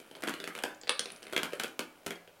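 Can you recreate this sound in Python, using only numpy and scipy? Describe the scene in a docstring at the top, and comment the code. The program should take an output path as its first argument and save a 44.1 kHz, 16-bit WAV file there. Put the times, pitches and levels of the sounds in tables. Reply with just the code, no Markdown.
"""A small room, where wooden blocks topple like dominoes on a sheet of card laid over a carpet.
Each impact excites damped modes: a falling block lands on its neighbour with a snap, a short woody
ring and a thud of the card, while standing blocks, free to vibrate, clack brightly together.
Heavy falls thump the floor and light rattling fills the gaps. The room answers with echoes,
standing waves and a short reverberation, over a quiet hiss."""
import sys
import numpy as np
from scipy import signal
from scipy.fft import rfft, irfft, next_fast_len
from scipy.io import wavfile
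from scipy.ndimage import uniform_filter1d

SR = 44100
rng = np.random.default_rng(int(sys.argv[2]) if len(sys.argv) > 2 else 0)


def dump_mix(stems):
    """Bounce the given channels to the path in sys.argv[1] as a 16-bit WAV at rate SR."""
    frames = np.atleast_2d(stems).T  # one column per channel
    limited = np.clip(frames, -1, 1)  # hard clip at full scale
    pcm = np.round(limited * 32767).astype(np.int16)
    wavfile.write(sys.argv[1], SR, pcm)


N = 105840
T = np.arange(2048) / SR  # seconds since an impact

# Blocks landing on their neighbours. Each row: start in seconds, relative levels of snap, wood ring
# and thud in dB, wood pitch ratio, hardness as a tilt in dB per octave, card pitch ratio.
LANDINGS = [(.0, -39.5, -53, -48.5, 0.99, -3, 0.89), (0.112, -47, -55, -46, 1.3, 0, 1.38),
            (.151, -43.5, -47, -56, 1.02, 9, 1.7), (.166, -42, -74, -45.5, 1.1, -3, 1.35),
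            (.222, -30.5, -47, -45.5, 0.68, -4, 1.27), (.230, -48, -39.5, -46, 0.88, 3, 0.65),
            (0.2355, -24.5, -32, -33, 1.04, -5, 1.06), (.272, -29, -34.5, -47, 1.02, -2, 1.13),
            (.276, -28, -35.5, -31.5, 1.08, 5.5, 0.96), (0.2839, -25, -31, -38, 1.11, -3.5, 0.96),
            (.2929, -22.5, -33.5, -34.5, 0.99, -10.5, 1.14), (0.3381, -29.5, -39, -39.5, 0.96, 11, .95),
            (0.4003, -33.5, -38, -43.5, 1.16, 5.5, 1.07), (.440, -28.5, -37, -40, 1.06, 4, 1.06),
            (.4747, -25.5, -33.5, -39, 0.93, -6, 1.05), (.551, -30, -37, -46, 0.88, -1.5, 0.93),
            (.562, -48, -44, -46, 0.98, 6, .95), (0.577, -33, -41.5, -46, 1.08, -12, 0.81),
            (.588, -30.5, -38, -43, 1.08, 0, 1.5), (.636, -19, -30, -30.5, 1.09, 1, 1.67),
            (0.6382, -38, -36.5, -33, 0.95, -7, 0.83), (0.7059, -48, -57, -52, 0.92, -5, 1.12),
            (1.3253, -29.5, -41.5, -37, 1.48, -5, 0.92), (1.3322, -27, -33, -32, 1.02, -3, 0.99),
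            (1.3633, -21.5, -23.5, -33, 1.03, 0.5, 1.14), (1.3772, -22, -30, -33, 1.03, 1, 1.03),
            (1.4313, -18, -29.5, -37, 1.06, -0.5, 0.9), (1.441, -44, -40, -55, 1.1, -16, 1),
            (1.4551, -32, -39, -40.5, .96, -4, 1.04), (1.523, -51, -44.5, -43, 1.1, 1, 1.07),
            (1.532, -31.5, -40, -30.5, 1, 2, 1), (1.5958, -29.5, -40, -42, 1.6, -2, 1.1),
            (1.5978, -20, -29, -44, 1, -1.5, 1.3), (1.6345, -20, -35, -38, 1.06, -2.5, 1.27),
            (1.643, -33, -36, -35, 1.06, 3.5, 1.13), (1.679, -35.5, -47, -51, 1.15, -8, 0.82),
            (1.792, -19, -30.5, -32, 1, -2, 0.984), (2.0624, -23.5, -47.5, -35, 0.91, 1, 1.14),
            (2.066, -24, -34, -39.5, 0.94, -7, 0.92), (2.106, -26.5, -34, -36.5, 1.01, -1.5, 1.13),
            (2.157, -48, -55, -47.5, 1.43, 4, 1.3), (2.275, -48, -52, -50, 1.07, 3.5, 1.2)]
# Standing blocks colliding. Each row: start in seconds, relative levels of wood, ping and thud in dB,
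# wood pitch ratio, ping pitch ratio, contact cut-off in Hz.
CLACKS = [(.746, -45, -58, -69, 0.63, 0.75, 6240), (0.813, -39.5, -48, -54, 1.4, 0.78, 6060),
          (0.834, -34.5, -66, -43, 1.3, 1.14, 4980), (.871, -29, -58, -38, 0.77, 0.83, 4120),
          (.8765, -29, -54, -44, 1.3, 0.98, 4670), (0.8928, -8, -24.5, -27, 0.91, .985, 4400),
          (.993, -16, -27.5, -35, 1.24, 1.025, 6900), (1.0563, -25, -47, -38.5, 1.03, 1.14, 5200),
          (1.102, -30.5, -48, -52, 0.85, 1, 4550), (1.118, -45, -40.5, -47.5, 1, 1.06, 6900),
          (1.161, -41.5, -51, -64, 1.74, 1.02, 5960), (1.2282, -32, -52, -49, 1.14, .9, 5940),
          (1.2671, -31, -50.5, -46, 0.75, 1, 4400)]
# Heavy falls that reach the floor. Each row: start in seconds, level in dB.
FLOOR_BLOWS = [(0.236, -31), (0.997, -23.5), (1.119, -31), (1.268, -33), (1.3638, -35), (1.4308, -19),
               (1.533, -22), (1.598, -21), (1.794, -13.5), (2.065, -15.5)]
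# Envelope of the rattling. Each row: time in seconds, relative level in dB.
RATTLE_LEVELS = [(0.0, -47), (0.23, -49.5), (0.41, -44.5), (0.49, -46.5), (0.68, -44), (0.77, -61),
                 (1.33, -43.5), (1.48, -54), (1.54, -38.5), (1.65, -49), (1.81, -64), (2.11, -48),
                 (2.28, -65.5), (2.4, -56)]

# Normal modes. Each row: frequency in Hz, relative level in dB, time to decay by 60 dB in seconds.
LEANING_MODES = [(740, -4.5, 0.009), (960, -4.5, 0.0089), (1290, -7.5, 0.025), (1460, 3, .016),
                 (1648, -2, 0.015), (1847, -1.5, 0.0088), (2313, 2, 0.012), (2516, 3, 0.007),
                 (3110, 0.5, 0.015), (3530, -3, 0.0025), (4260, -9.5, 0.0085)]  # a block pressed against others
FREE_MODES = [(1030, -13, 0.036), (1318, -5, 0.02), (1930, -10, 0.011), (2360, -2, 0.0074), (2694, 3, .014),
              (3460, 4.5, 0.0099), (3770, 1, 0.012), (5350, -6, 0.007)]  # a free block bending and twisting
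PING_MODES = [(8070, -10.5, 0.015), (9560, -2, 0.023), (9360, 2.5, 0.016), (10600, -10, 0.0033)]  # its highest modes
CARD_MODES = [(218, -12, 0.012), (330.6, -3.5, 0.024), (386.3, 3.5, 0.022), (475, 0.5, .02),
              (611, -2, 0.029)]
FLOOR_MODES = [(70, -23, .031), (120, -5, 0.059), (171, 3, .032), (238, 5.5, 0.064), (295, 3, 0.016)]
ROOM_MODES = [(174, -5.5, 0.59), (218, -0.5, 0.24), (280.6, -2.5, 0.34), (310.6, -8, 0.79),
              (394.9, 2.5, 0.15), (482.4, 3.5, 0.14)]

# Early reflections from the walls. Each row: delay in seconds, level in dB.
WALL_ECHOES = [(0.0107, -18.5), (0.0126, -14.5), (0.0178, -20.5)]
# Reverberation time. Each row: frequency in Hz, time to decay by 60 dB in seconds.
ROOM_T60 = [(150, 0.31), (400, 0.18), (1000, 0.29), (2800, 0.21), (7000, 0.22), (9500, 0.25), (15000, 0.17)]

# Spectral envelopes. Each row: frequency in Hz, relative level in dB.
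SNAP_SPECTRUM = [(200, -25.5), (800, 0), (2000, 0.5), (4000, -2), (6000, -5), (8000, -1), (11000, 1),
                 (14000, 2), (16000, -7)]
RUB_SPECTRUM = [(200, -10), (800, 3), (4000, -11.5), (6000, -12), (10000, 4), (14000, -2)]
TAIL_SPECTRUM = [(60, -14.5), (130, 1.5), (250, 2), (600, -1), (1200, 2), (3000, -2), (6000, -6),
                 (10000, -8.5), (15000, -3)]
HISS_SPECTRUM = [(15, -11), (25, -3.5), (55, -25), (110, -6), (309, -23.5), (540, 2.5), (700, -3),
                 (1230, -10), (1400, -10), (1650, -18), (2280, -11.5), (2760, -15), (8830, -23.5),
                 (16000, -22)]
MIC_RESPONSE = [(30, -49), (70, -7), (125, -11.5), (175, -4.5), (260, -3.5), (400, -5), (800, -4),
                (1500, -3), (3000, 0), (6000, 2.5), (10000, -4.5), (15500, -13.5)]

# Gains added to the relative levels in the tables.
SNAP_DB, WOOD_DB, THUD_DB = 11.5, 22.5, 23.5
CLACK_RING_DB, CRACK_DB, CLACK_SNAP_DB, PING_DB, CLACK_THUD_DB = 7, 7, -18, 22.5, 20.5
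RATTLE_DB, TAIL_DB, ROOM_MODES_DB = 10.5, -1.5, -51.5


def landings():
    """Impact excitation: a falling block snaps onto its neighbour, rings briefly and thumps the card."""
    out = np.zeros(N)
    for start, snap_db, wood_db, thud_db, pitch, tilt_db, card_pitch in LANDINGS:
        wood = amp(wood_db + WOOD_DB) * ring(LEANING_MODES, pitch, tilt_db=tilt_db)
        click = amp(snap_db + SNAP_DB) * snap()
        card = amp(thud_db + THUD_DB) * thud(card_pitch)
        add(out, onset(start), click + wood + card)
    return out


def clacks():
    """Free vibration: standing blocks meet with a crack and ring, with a high ping and little thud."""
    out = np.zeros(N)
    for start, wood_db, ping_db, thud_db, pitch, ping_pitch, cutoff_hz in CLACKS:
        # Free blocks vary less in pitch than leaning ones.
        wood = amp(CLACK_RING_DB) * ring(FREE_MODES, pitch, scatter=0.015)
        wood += amp(CRACK_DB) * crack(cutoff_hz)
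        wood += amp(CLACK_SNAP_DB) * snap()
        ping = amp(ping_db + PING_DB) * ring(PING_MODES, ping_pitch, scatter=0.0077)
        card = amp(thud_db + CLACK_THUD_DB) * thud(pitch=1.258)
        add(out, onset(start), amp(wood_db) * wood + ping + card)
    return out


def ring(modes, pitch=1, scatter=0.021, tilt_db=0, spread_db=2, blur=0.018):
    """Modal superposition: damped sines add, and a harder blow tilts them towards the treble."""
    hz, db, t60 = np.transpose(modes)[:, :, None]
    level, detune, polarity = rng.standard_normal((3, len(modes), 1))
    gain = np.sign(polarity) * amp(db + spread_db * level + tilt_db * np.log2(hz / hz[0]))
    # The shifting contact broadens each mode by a share of its frequency.
    walk = np.cumsum(rng.standard_normal((len(modes), len(T))), axis=1)
    drift = np.sqrt(2 * np.pi * blur * hz / SR) * walk
    phase = 2 * np.pi * hz * pitch * (1 + scatter * detune) * T + drift
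    return unit(np.sum(gain * fade(t60) * np.sin(phase.astype(np.float32)), axis=0))


def contact(chatter_t60=0.017, chatter_db=2):
    """The contact force is an impulse followed by the decaying chatter of the two faces."""
    force = amp(chatter_db) * unit(rng.standard_normal(len(T)) * fade(chatter_t60))
    force[0] -= 1
    return whiten(force)


def snap():
    """A brief force has a broad spectrum: the click of an edge landing on wood."""
    return unit(colour(contact(), SNAP_SPECTRUM))


def crack(cutoff_hz, low_hz=1010):
    """Contact time limits the bandwidth of a collision: a shorter contact reaches higher."""
    band = signal.butter(4, [low_hz, min(cutoff_hz, SR / 3)], "band", fs=SR, output="sos")
    return unit(signal.sosfilt(band, contact()))


def thud(pitch=1, low_hz=165):
    """The card's damped modes give a dull knock, thin in the deep bass."""
    highpass = signal.butter(2, low_hz, "high", fs=SR)
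    return unit(signal.lfilter(*highpass, ring(CARD_MODES, pitch)))


def rebounds(mean_gap_s=0.005, first_db=-12, loss_db=4):
    """Inelastic collision: three tiny, uneven rebounds follow each landing, losing energy in turn."""
    out = np.zeros(N)
    for start, snap_db, wood_db, _, pitch, tilt_db, _ in LANDINGS:
        delays = np.cumsum(mean_gap_s * (0.5 + rng.random(3)))
        for bounce, delay in enumerate(delays):
            scuff = amp(snap_db + SNAP_DB) * rub()
            wood = amp(wood_db + WOOD_DB) * ring(LEANING_MODES, pitch, tilt_db=tilt_db)
            add(out, start + delay, amp(first_db - loss_db * bounce) * (scuff + wood))
    return out


def floor_thumps():
    """Structure-borne sound: blocks that fall flat drive the floor's modes through the carpet."""
    out = np.zeros(N)
    for start, db in FLOOR_BLOWS:
        add(out, start, amp(db) * ring(FLOOR_MODES))
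    return out


def rattle(count=320, spread_db=3.5):
    """Light random impacts overlap into a rattle as fallen blocks shift against each other."""
    out = np.zeros(N)
    ticks = [ring(LEANING_MODES) + amp(1) * (thud() + rub()) for _ in range(20)]
    starts = (np.arange(count) + rng.random(count)) / count * N / SR
    levels = np.interp(starts, *np.transpose(RATTLE_LEVELS)) + RATTLE_DB
    levels += spread_db * rng.standard_normal(count)
    for start, db, tick in zip(starts, levels, rng.choice(ticks, count)):
        add(out, start, amp(db) * tick)
    return out


def rub(t60=0.018):
    """Sliding friction: one face slipping on another makes a soft burst of noise."""
    envelope = fade(t60) * (1 - fade(t60))
    return unit(colour(rng.standard_normal(len(T)) * envelope, RUB_SPECTRUM))


def room(x, stretches=13, tail_onset_s=0.0066):
    """Reflection adds wall echoes, standing waves and a diffuse tail to the direct sound."""
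    t = np.arange(SR // 3) / SR
    waves = sum(amp(db) * fade(t60, t) * np.cos(2 * np.pi * hz * t) for hz, db, t60 in ROOM_MODES)
    response = amp(ROOM_MODES_DB) * waves
    response[0] += 1  # direct sound
    for delay, db in WALL_ECHOES:
        response[round(delay * SR)] += amp(db)
    # The tail changes as the fall moves on: each stretch of time has its own decaying noise.
    hz, age, spectra = signal.stft(rng.standard_normal((stretches, len(t))), SR, nperseg=256)
    decay = fade(along(ROOM_T60, hz)[:, None], age)
    tails = signal.istft(spectra * decay, SR)[1][:, :len(t)]
    tails *= 1 - np.exp(-(t / tail_onset_s) ** 2)
    out = np.zeros(N)
    for stretch, tail in zip(np.array_split(np.arange(N), stretches), tails):
        diffuse = amp(TAIL_DB) * colour(whiten(tail), TAIL_SPECTRUM)
        add(out, stretch[0] / SR, signal.fftconvolve(x[stretch], response + diffuse))
    return out


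def hiss(rms_db=-62):
    """Stationary coloured noise forms the quiet background."""
    return amp(rms_db) * np.sqrt(N) * unit(colour(rng.standard_normal(N), HISS_SPECTRUM))


def onset(start, lag_s=0.001029):
    """A short lag: each impact sounds about a millisecond after its listed start."""
    return start + lag_s


def amp(db):
    """Amplitude grows tenfold for every 20 dB."""
    return 10 ** (np.asarray(db) / 20)


def unit(x):
    """Normalisation to an energy of one."""
    return x / np.sqrt(np.sum(x ** 2) + 1e-20)


def along(points, hz):
    """Interpolation of (Hz, value) points on a logarithmic frequency axis."""
    point_hz, values = np.transpose(points)
    return np.interp(np.log(hz + 1), np.log(point_hz + 1), values)


def fade(t60, t=T):
    """Exponential decay by 60 dB in t60 seconds."""
    return np.exp(-np.log(1000) * t / np.maximum(t60, 1e-4))


def colour(x, points, size=2048):
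    """Minimum-phase filtering: folding the cepstrum makes the (Hz, dB) response causal."""
    gain = amp(along(points, np.fft.rfftfreq(size, 1 / SR)))
    cepstrum = irfft(np.log(gain))
    cepstrum[1:size // 2] *= 2
    cepstrum[size // 2 + 1:] = 0
    response = irfft(np.exp(rfft(cepstrum)))
    return signal.oaconvolve(x, response)[:len(x)]


def whiten(x):
    """Spectral flattening leaves a noise burst with no pitch of its own."""
    size = 2 * len(x)
    spectrum = rfft(x, size)
    envelope = uniform_filter1d(np.abs(spectrum), size=5) + 1e-12
    return unit(irfft(spectrum / envelope, size)[:len(x)])


def add(track, start_s, sound):
    """Superposition: a sound adds to the track from its start time."""
    first = int(np.clip(round(start_s * SR), 0, N - 1))
    track[first:first + len(sound)] += sound[:N - first]


def scene():
    """A linear system: the summed impacts pass through room and microphone, over the hiss."""
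    background = hiss()
    blocks = landings() + rebounds() + clacks() + floor_thumps() + rattle()
    return (colour(room(blocks), MIC_RESPONSE) + background)[None]


def record(dry):
    """Band limiting: an ideal low-pass filter removes the highest treble."""
    size, top_hz = next_fast_len(N + SR // 2), 16100
    passband = np.fft.rfftfreq(size, 1 / SR) < top_hz
    return irfft(rfft(dry, size) * passband, size)[:, :N]


dry = scene()
out = record(dry)
dump_mix(out)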